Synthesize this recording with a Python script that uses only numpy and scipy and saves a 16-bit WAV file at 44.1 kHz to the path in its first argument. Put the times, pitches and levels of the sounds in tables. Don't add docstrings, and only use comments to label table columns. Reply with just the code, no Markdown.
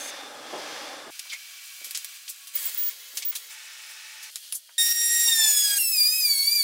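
import sys
import numpy as np
from scipy import signal
from scipy.fft import rfft, irfft, next_fast_len
from scipy.io import wavfile
from scipy.ndimage import uniform_filter1d

SR = 44100
rng = np.random.default_rng(int(sys.argv[2]) if len(sys.argv) > 2 else 0)


def bounce(signal):
    frames = np.transpose(np.atleast_2d(signal))
    limited = np.clip(frames, -1, 1)
    pcm = np.round(limited * 32767).astype(np.int16)
    wavfile.write(sys.argv[1], SR, pcm)


N = 292383
TIME = np.arange(N) / SR

SCENE_EDGES = [1.104, 2.542, 3.501, 4.305, 4.781]
# level in dB below 7 kHz, level in dB above.
SCENE_HISS = [(-49, -49), (-46.5, -45.5), (-45, -49.5), (-55, -55.5)]
# frequency in Hz, relative density in dB per Hz.
KNOB_COLOUR = [(88, -82), (150, -43.5), (422, -35), (675, -22), (979, -21), (1080, -15), (1260, -14),
               (1980, -8.5), (2360, -4), (3700, -3.5), (4000, -4.5), (5460, -4.5), (16000, -10.5)]
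GAUGE_COLOUR = [(88, -84), (150, -46), (491, -19.5), (923, -17.5), (1100, -8), (1230, -13.5), (1770, -8.5),
                (1980, -5), (3390, -3.5), (6250, -5), (6880, -3), (14500, -1)]
STRIP_COLOUR = [(120, -73), (183, -27), (240, -50), (347, -30), (598, -20), (850, -17), (1230, -10),
                (1840, -4.5), (2160, -4.5), (2570, -4.5), (3990, -3), (4680, -7.5), (5200, -5),
                (16000, -17.5)]
NAILER_COLOUR = [(88, -99), (150, -73), (524, -32), (589, -33), (1120, -24), (1940, -15), (2550, -13.5),
                 (3160, -2), (3700, -11), (4410, -5), (5150, -10.5), (8900, -6.5), (16000, -12)]
# start in seconds, end in seconds, level in dB below 7 kHz, level in dB above.
RUBS = [(1.11, 2.175, -48.5, -54.5), (1.625, 2.17, -59, -49.5), (2.542, 2.696, -41.5, -33),
        (2.53, 2.915, -44, -38.5), (3.14, 3.183, -52, -40), (3.267, 3.38, -54, -46),
        (3.495, 3.53, -48, -44.5), (3.877, 3.92, -55, -48.5), (4.296, 4.54, -51.5, -49),
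        (4.413, 4.48, -49.5, -55)]
# start in seconds, end in seconds, centre in Hz, width in Hz, level in dB.
AIR_RESONANCES = [(0, 0.109, 6400, 220, -42), (0, 0.1, 9600, 700, -49), (0, 0.286, 3590, 200, -49),
                  (1.098, 2.54, 2440, 180, -68), (1.1, 1.8, 5450, 200, -66), (1.1, 1.797, 9900, 200, -63),
                  (3.507, 4.294, 1855, 180, -55.5), (3.5, 4.294, 2590, 170, -54.5),
                  (3.497, 4.302, 5140, 200, -59.5), (4.3, 4.784, 3280, 185, -69)]
# start in seconds, end in seconds, frequency in Hz, mean level in dB.
HUMS = [(1.1, 1.9, 2298, -58), (1.49, 2.54, 1113, -71), (2.54, 3.5, 432, -79), (2.54, 3.3, 500, -78),
        (3.5, 4.3, 872, -68), (4.3, 6.63, 590, -85)]

# frequency in Hz, relative density in dB per Hz.
FENCE_COLOUR = [(29, -78), (50, -28.5), (208, -21.5), (291, -2.5), (345, -10.5), (532, -1.5), (586, -1.5),
                (863, -5.5), (1470, -5), (2680, -8.5), (3500, -8), (5950, -11), (6870, -16.5), (11700, -24),
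                (16000, -32.5)]
# middle in seconds, half-length in seconds, then rumble, rasp and fine hiss levels in dB.
FENCE_PUSHES = [(0.05, 0.19, -72, -41, -53), (0.72, 0.22, -44.5, -39.5, -51.5)]
# rumble, rasp and fine hiss levels in dB.
FENCE_DRAG = (-44.5, -50.5, -55)
# time in seconds, frequency in Hz.
FENCE_SONG_PITCH = [(.28, 3490), (.5, 3310), (.72, 3144), (.92, 3540)]

# time in seconds, ring level in dB, crack level in dB before halving, ring T60 in seconds, high edge in Hz.
CLICKS = [(1.193, -28, -32, 0.045, 10800), (1.332, -32.5, -32, 0.046, 7000), (1.844, -32, -24, 0.15, 15000),
          (1.909, -31.5, -19, 0.067, 15000), (1.947, -27.5, -36, 0.18, 8700),
          (1.974, -34, -15, 0.095, 15000), (2.0455, -29.5, -17, 0.053, 15000),
          (2.279, -34.5, -31, 0.085, 7000), (2.4717, -37.5, -34, 0.1, 15200),
          (3.171, -25, -35, 0.12, 12000), (3.223, -31, -29, 0.11, 6940), (4.358, -33.5, -14.5, 0.11, 12300),
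          (4.524, -33.5, -12.5, 0.11, 15300)]
# time in seconds, level in dB, swell in seconds, T60 in seconds, low edge in Hz, high edge in Hz.
SCUFFS = [(0.521, -34, 0.016, 0.44, 330, 886), (1.06, -42.5, 0.02, 0.049, 252, 905),
          (1.251, -52, 0.004, 0.13, 764, 1800), (1.294, -35.5, 0.0077, 0.17, 2750, 5200),
          (1.31, -38, 0.025, 0.11, 1300, 10000), (1.312, -32.5, 0.021, 0.13, 2080, 2360),
          (2.285, -31, 0.015, 0.1, 5200, 14900), (3.323, -41.5, 0.0037, 0.084, 1010, 3500),
          (3.35, -27, 0.0075, 0.11, 2800, 14600), (4.226, -37.5, .0032, 0.17, 3000, 12900),
          (4.541, -28, 0.015, 0.1, 6540, 13200), (4.69, -52, 0.0015, 0.1, 820, 2080)]
# time in seconds, frequency in Hz, peak level in dB, T60 in seconds.
PINGS = [(3.172, 6220, -27, .062), (3.222, 2250, -35, 0.061), (3.353, 4050, -32, 0.069),
         (4.525, 10380, -23, 0.11)]
# time in seconds, level in dB.
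BUMPS = [(1.813, -56), (1.867, -60), (3.134, -56), (3.19, -58)]
# start in seconds, end in seconds, frequency in Hz, level in dB.
SQUEAKS = [(2.553, 2.567, 15000, -22), (2.654, 2.671, 15150, -25), (2.671, 2.677, 15500, -28),
           (2.7455, 2.749, 15450, -26), (2.775, 2.895, 15432, -25.5), (3.249, 3.310, 15438, -26)]

# time in seconds, frequency in Hz.
ENTRY_PITCH = [(4.79, 1855), (4.83, 1862), (4.95, 1871), (5.15, 1880), (5.24, 1880), (5.31, 1849),
               (5.39, 1793), (5.51, 1724), (5.63, 1681), (5.71, 1643), (5.78, 1626)]
DEEP_PITCH = [(5.787, 2795), (5.87, 2648), (5.93, 2588), (6.0, 2397), (6.04, 2396), (6.16, 2542),
              (6.2, 2532), (6.29, 2318), (6.355, 2220), (6.44, 2220), (6.48, 2286), (6.52, 2370),
              (6.56, 2390), (6.63, 2220)]
ENTRY_STRONG = [-36, -35.5, -33, -21]
DEEP_STRONG = [-41, -35]
# centre in Hz, half-width in Hz, gain in dB.
ENTRY_RESPONSE = [(1690, 20, -9), (1786, 13, 6), (1887, 8, 10), (3258, 8, -7), (3300, 10, -14),
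                  (3458, 50, -14), (3470, 138, 13), (3674, 31, 10), (3719, 11, 10), (4953, 74, 7),
                  (5124, 30, 7), (5264, 51, 7), (5609, 21, 8), (6595, 134, -13), (7007, 24, -7),
                  (7078, 17, -13), (7251, 300, -7), (7475, 23, -10)]
DEEP_RESPONSE = [(2384, 108, 5), (2471, 21, -9), (2539, 47, 6), (2759, 77, 11), (4432, 31, 11),
                 (4562, 67, 14), (4829, 220, 14), (5199, 98, 9), (5221, 30, -14), (5419, 27, 8)]
# multiple of the whine, level in dB.
ENTRY_UPPER = [(5, -29), (6, -35), (7, -35.5), (8, -33.5), (9, -39)]
DEEP_UPPER = [(3, -34), (4, -31), (5, -33.5), (6, -33), (7, -39)]
# multiple of the whine, level in dB.
BEARING_TONES = [(1.19, -55.5), (1.38, -53), (2.62, -50), (2.81, -48), (3.19, -56), (3.62, -64),
                 (4.19, -59), (4.62, -56), (4.811, -39)]
# multiple of the whine, level in dB before the load or the depth gain.
ENTRY_BITE = [(1.5, -49.5), (2.5, -46), (3.5, -44.5), (4.5, -40.5), (5.5, -47), (6.5, -50), (7.5, -50),
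              (8.5, -52)]
DEEP_BITE = [(.5, -68), (.75, -62), (1.25, -62), (1.5, -51) , (1.75, -52), (2.25, -57), (2.5, -46),
             (2.75, -52), (3.25, -52), (3.5, -45), (3.75, -45), (4.25, -46), (4.5, -42), (4.75, -43),
             (5.25, -47), (5.5, -44), (5.75, -45), (6.25, -49), (6.5, -44)]
# start in seconds, end in seconds, load in dB.
GRABS = [(5.256, 5.302, 7.5), (5.368, 5.51, 6), (5.66, 5.786, -2.5)]
# time in seconds, mean level in dB.
ENTRY_RUSH = [(4.78, -26.5), (4.92, -26), (5.08, -28), (5.25, -26), (5.45, -27), (5.6, -27), (5.78, -29)]
DEEP_RUSH = [(5.79, -28.5), (5.88, -35.5), (5.96, -29.5), (6.05, -35.5), (6.25, -33.5), (6.38, -37),
             (6.63, -38)]
# frequency in Hz, relative density in dB per Hz.
ENTRY_RUSH_COLOUR = [(30, -35), (300, -35.5), (600, -29), (1200, -18), (2500, -8), (5000, -2), (9000, 1.5),
                     (12000, -0.5), (15500, -1)]
DEEP_RUSH_COLOUR = [(30, -24), (400, -21), (1000, -18.5), (2000, -9), (3200, -10.5), (4500, 2), (7000, 0),
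                    (10500, 4.5), (13500, 11.5), (15500, 3.5)]

RUB_ATTACK_S, RUB_T60_S = 0.016, 0.14
OPENING_END_S, OPENING_HISS_DB = 0.104, -46
FENCE_SONG_DB = -11
CLICK_SWELL_S, CLICK_LOW_HZ = 0.00083, 2550
SCUFF_CRACK_DB = -10
CRACK_T60_S, GRIT_DB = 0.009, 1.8
PING_ATTACK_S = 0.00094
ENTRY_START_S, CONTACT_S, DEEP_START_S = 4.781, 5.255, 5.784
BITE_DB = -6
GRAB_ATTACK_S, GRAB_T60_S = 0.02, 0.11
CHATTER_DB = -57
FREE_FLUTTER_DB, CUT_FLUTTER_DB = 3, 1.3
DIP_START_S, DIP_DB, DIP_RECOVERY_S = 4.928, -5.5, 0.082
EDGE_DB, EDGE_DB_PER_HZ, EDGE_AT_HZ = -1, 0.0167, 2480
DEEP_BITE_DB = 4
CUTOFF_HZ = 15750


def from_db(db):
    return 10 ** (np.asarray(db) / 20)


def rms_one(x):
    return x / np.sqrt(np.mean(x ** 2) + 1e-20)


def in_time(rows):
    seconds, *columns = np.transpose(rows)
    return [np.interp(TIME, seconds, column) for column in columns]


def between(start, end):
    return np.clip(np.minimum(TIME - start, end - TIME) * 1000 + 0.5, 0, 1)


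def held(start, end, attack_s, t60):
    rise = np.clip((TIME - start) / attack_s, 0, 1)
    return rise * from_db(-60 * np.maximum(TIME - end, 0) / t60)


def drift(rate_hz):
    pole = np.exp(-40 * np.pi * rate_hz / SR)
    steps = rng.standard_normal(N // 20 + 2002)
    slow = signal.lfilter([1], [1, -2 * pole, pole * pole], steps)[2000:]
    return np.interp(np.arange(N) / 20, np.arange(len(slow)), rms_one(slow))


def band(x, low_hz, high_hz):
    high_hz = min(high_hz, 0.45 * SR)
    edges = [min(low_hz, high_hz - 10), high_hz]
    return signal.sosfilt(signal.butter(2, edges, "band", fs=SR, output="sos"), x)


def noise(colour, ripple_db, splits=()):
    size = next_fast_len(N, real=True)
    hz = np.maximum(np.fft.rfftfreq(size, 1 / SR), 1)
    points, level = np.transpose(colour)
    grid = np.arange(0, SR / 2, 35)
    ripple = np.interp(hz, grid, rng.standard_normal(len(grid)))
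    gain = from_db(np.interp(np.log(hz), np.log(points), level) + ripple_db * ripple)
    spectrum = gain * rfft(rng.standard_normal(size))
    edges = [0, *splits, SR]
    return [rms_one(irfft(spectrum * (hz >= low) * (hz < high), size)[:N])
            for low, high in zip(edges, edges[1:])]


def workshop():
    rub_power = 0
    for start, end, *levels_db in RUBS:
        rub = from_db(levels_db)[:, None] * held(start, end, RUB_ATTACK_S, RUB_T60_S)
        rub_power = rub_power + rub ** 2
    out = 0
    colours = [KNOB_COLOUR, GAUGE_COLOUR, STRIP_COLOUR, NAILER_COLOUR]
    for start, end, hiss_db, colour in zip(SCENE_EDGES, SCENE_EDGES[1:], SCENE_HISS, colours):
        low_gain, high_gain = np.sqrt(from_db(hiss_db)[:, None] ** 2 + rub_power)
        low, high = noise(colour, ripple_db=3.5, splits=(7000,))
        shimmer = from_db(1.0 * drift(150))
        out = out + between(start, end) * (low_gain * low + high_gain * shimmer * high)
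    for start, end, hz, width, db in AIR_RESONANCES:
        resonance = rms_one(band(rng.standard_normal(N), hz - width / 2, hz + width / 2))
        out = out + between(start, end) * from_db(db) * resonance
    return out


def hums():
    out = 0
    for start, end, hz, db in HUMS:
        tone = np.sqrt(2) * np.sin(2 * np.pi * hz * TIME)
        out = out + between(start, end) * from_db(db + 3 * drift(15)) * tone
    return out


def fence(song_width_hz=260):
    bands = noise(FENCE_COLOUR, ripple_db=2.5, splits=(1500, 7000))
    power = from_db(FENCE_DRAG)[:, None] ** 2
    for middle, half, *levels_db in FENCE_PUSHES:
        push = from_db(levels_db)[:, None] * np.exp(-0.5 * ((TIME - middle) / half) ** 2)
        power = power + push ** 2
    rumble, rasp, hiss = np.sqrt(power)
    hiss = hiss + from_db(OPENING_HISS_DB) * between(-1, OPENING_END_S)
    grain = from_db(0.46 * drift(140))
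    slide = grain * sum(gain * part for gain, part in zip((rumble, rasp, hiss), bands))
    angle = 2 * np.pi * np.cumsum(in_time(FENCE_SONG_PITCH)[0]) / SR
    friction = drift(song_width_hz / 2) * np.sin(angle) + drift(song_width_hz / 2) * np.cos(angle)
    song = from_db(FENCE_SONG_DB) * rasp * friction
    return between(-1, SCENE_EDGES[0]) * (song + slide)


def knocks(thud_db=-27):
    out, size = np.zeros(N), SR // 3
    t = np.arange(size) / SR
    clicks = [(s, db, CLICK_SWELL_S, t60, CLICK_LOW_HZ, high_hz, crack_db)
              for s, db, crack_db, t60, high_hz in CLICKS]
    scuffs = [(s, db, *shape, db + SCUFF_CRACK_DB) for s, db, *shape in SCUFFS]
    for s, body_db, swell, t60, low_hz, high_hz, crack_db in clicks + scuffs:
        grit = rng.standard_normal(size) * from_db(GRIT_DB * rng.standard_normal(size))
        shape = from_db(body_db - 60 * np.maximum(t - swell, 0) / t60) * np.minimum(t / swell, 1)
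        burst = rms_one(band(rng.standard_normal(size), low_hz, high_hz))
        crack = 0.5 * from_db(crack_db - 60 * t / CRACK_T60_S) * burst
        ring = rms_one(band(grit, low_hz, high_hz))
        thud = from_db(thud_db) * rms_one(band(grit, 720, 4300))
        at = int(s * SR)
        out[at:at + size] += crack + shape * (ring + thud)
    return out


def pings():
    out = 0
    for s, hz, db, t60 in PINGS:
        age = np.maximum(TIME - s, 0)
        attack = np.minimum(age / PING_ATTACK_S, 1)
        out = out + attack * from_db(db - 60 * age / t60) * np.sin(2 * np.pi * hz * age)
    return out


def hand_bumps(t60=0.095):
    blows = sum(between(s, np.inf) * from_db(db - 60 * np.maximum(TIME - s, 0) / t60) for s, db in BUMPS)
    wood = rms_one(band(rng.standard_normal(N), 260, 750))
    return wood * uniform_filter1d(blows, size=SR // 200)


def squeaks():
    return sum(between(start, end) * from_db(db) * np.sqrt(2) * np.sin(2 * np.pi * hz * TIME)
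               for start, end, hz, db in SQUEAKS)


def through(response, hz, levels_db):
    out = []
    for order, db in enumerate(levels_db, 1):
        gain_db = sum(peak_db * np.exp(-((order * hz - centre) / width) ** 2)
                      for centre, width, peak_db in response)
        out.append((order, db + gain_db))
    return out


def partials(hz, orders, fade_db, fade_rate, scatter, scatter_hz):
    out, angle = 0, 2 * np.pi * np.cumsum(hz) / SR
    for order, db in orders:
        skirt = scatter * order
        direct = from_db(fade_db * np.tanh(drift(fade_rate))) + skirt * drift(scatter_hz)
        tone = direct * np.sin(order * angle + rng.uniform(0, 2 * np.pi))
        tone = tone + skirt * drift(scatter_hz) * np.cos(order * angle)
        out = out + from_db(db) * rms_one(tone)
    return out


def router_entry():
    pitch = in_time(ENTRY_PITCH)[0]
    hz = pitch * (1 + 0.0008 * drift(30))
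    grab = sum(from_db(db) * held(start, end, GRAB_ATTACK_S, GRAB_T60_S) for start, end, db in GRABS)
    cutting = held(CONTACT_S, DEEP_START_S, GRAB_ATTACK_S, GRAB_T60_S)
    load = np.hypot(grab, from_db(BITE_DB) * cutting)
    shake = 0.025 + 0.04 * load
    flutter_db = FREE_FLUTTER_DB + CUT_FLUTTER_DB * cutting
    levels = through(ENTRY_RESPONSE, pitch, ENTRY_STRONG)
    strong = partials(hz, levels, fade_db=flutter_db, fade_rate=14, scatter=shake, scatter_hz=51.3)
    upper = partials(hz, ENTRY_UPPER, fade_db=5.5, fade_rate=23, scatter=0.064, scatter_hz=55)
    bearing = partials(hz, BEARING_TONES, fade_db=3, fade_rate=25, scatter=0.11, scatter_hz=40)
    bite = load * partials(hz, ENTRY_BITE, fade_db=4, fade_rate=24, scatter=0.39, scatter_hz=55)
    chatter = grab * partials(hz, [(0.5, CHATTER_DB)], fade_db=0, fade_rate=50, scatter=0.68, scatter_hz=55)
    rush_gain = from_db(in_time(ENTRY_RUSH)[0] + 0.85 * drift(90))
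    rush = rush_gain * noise(ENTRY_RUSH_COLOUR, ripple_db=3.5)[0]
    recovery = np.exp(-np.abs(TIME - DIP_START_S) / DIP_RECOVERY_S)
    dip = from_db(DIP_DB * between(DIP_START_S, np.inf) * recovery)
    return between(ENTRY_START_S, DEEP_START_S) * dip * (strong + upper + bearing + bite + chatter + rush)


def router_deep():
    pitch = uniform_filter1d(in_time(DEEP_PITCH)[0], size=SR // 100)
    hz = pitch * (1 + 0.001 * drift(30))
    levels = through(DEEP_RESPONSE, hz, DEEP_STRONG)
    strong = partials(hz, levels, fade_db=2.5, fade_rate=27, scatter=0.09, scatter_hz=78)
    upper = partials(hz, DEEP_UPPER, fade_db=4.5, fade_rate=28, scatter=0.07, scatter_hz=70)
    edge = from_db(EDGE_DB + EDGE_DB_PER_HZ * (hz - EDGE_AT_HZ))
    bite = partials(hz, DEEP_BITE, fade_db=5, fade_rate=20, scatter=0.12, scatter_hz=70)
    rush_gain = from_db(in_time(DEEP_RUSH)[0] + 1.4 * drift(90))
    rush = rush_gain * noise(DEEP_RUSH_COLOUR, ripple_db=4.5)[0]
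    return between(DEEP_START_S, np.inf) * (strong + edge * upper + from_db(DEEP_BITE_DB) * bite + rush)


def scene():
    background = workshop() + hums()
    setting_up = fence() + knocks() + pings() + hand_bumps() + squeaks()
    mono = background + setting_up + router_entry() + router_deep()
    return np.stack([mono, mono])


def record(dry):
    return signal.sosfilt(signal.ellip(12, 0.1, 90, CUTOFF_HZ, fs=SR, output="sos"), dry)


dry = scene()
out = record(dry)
bounce(out)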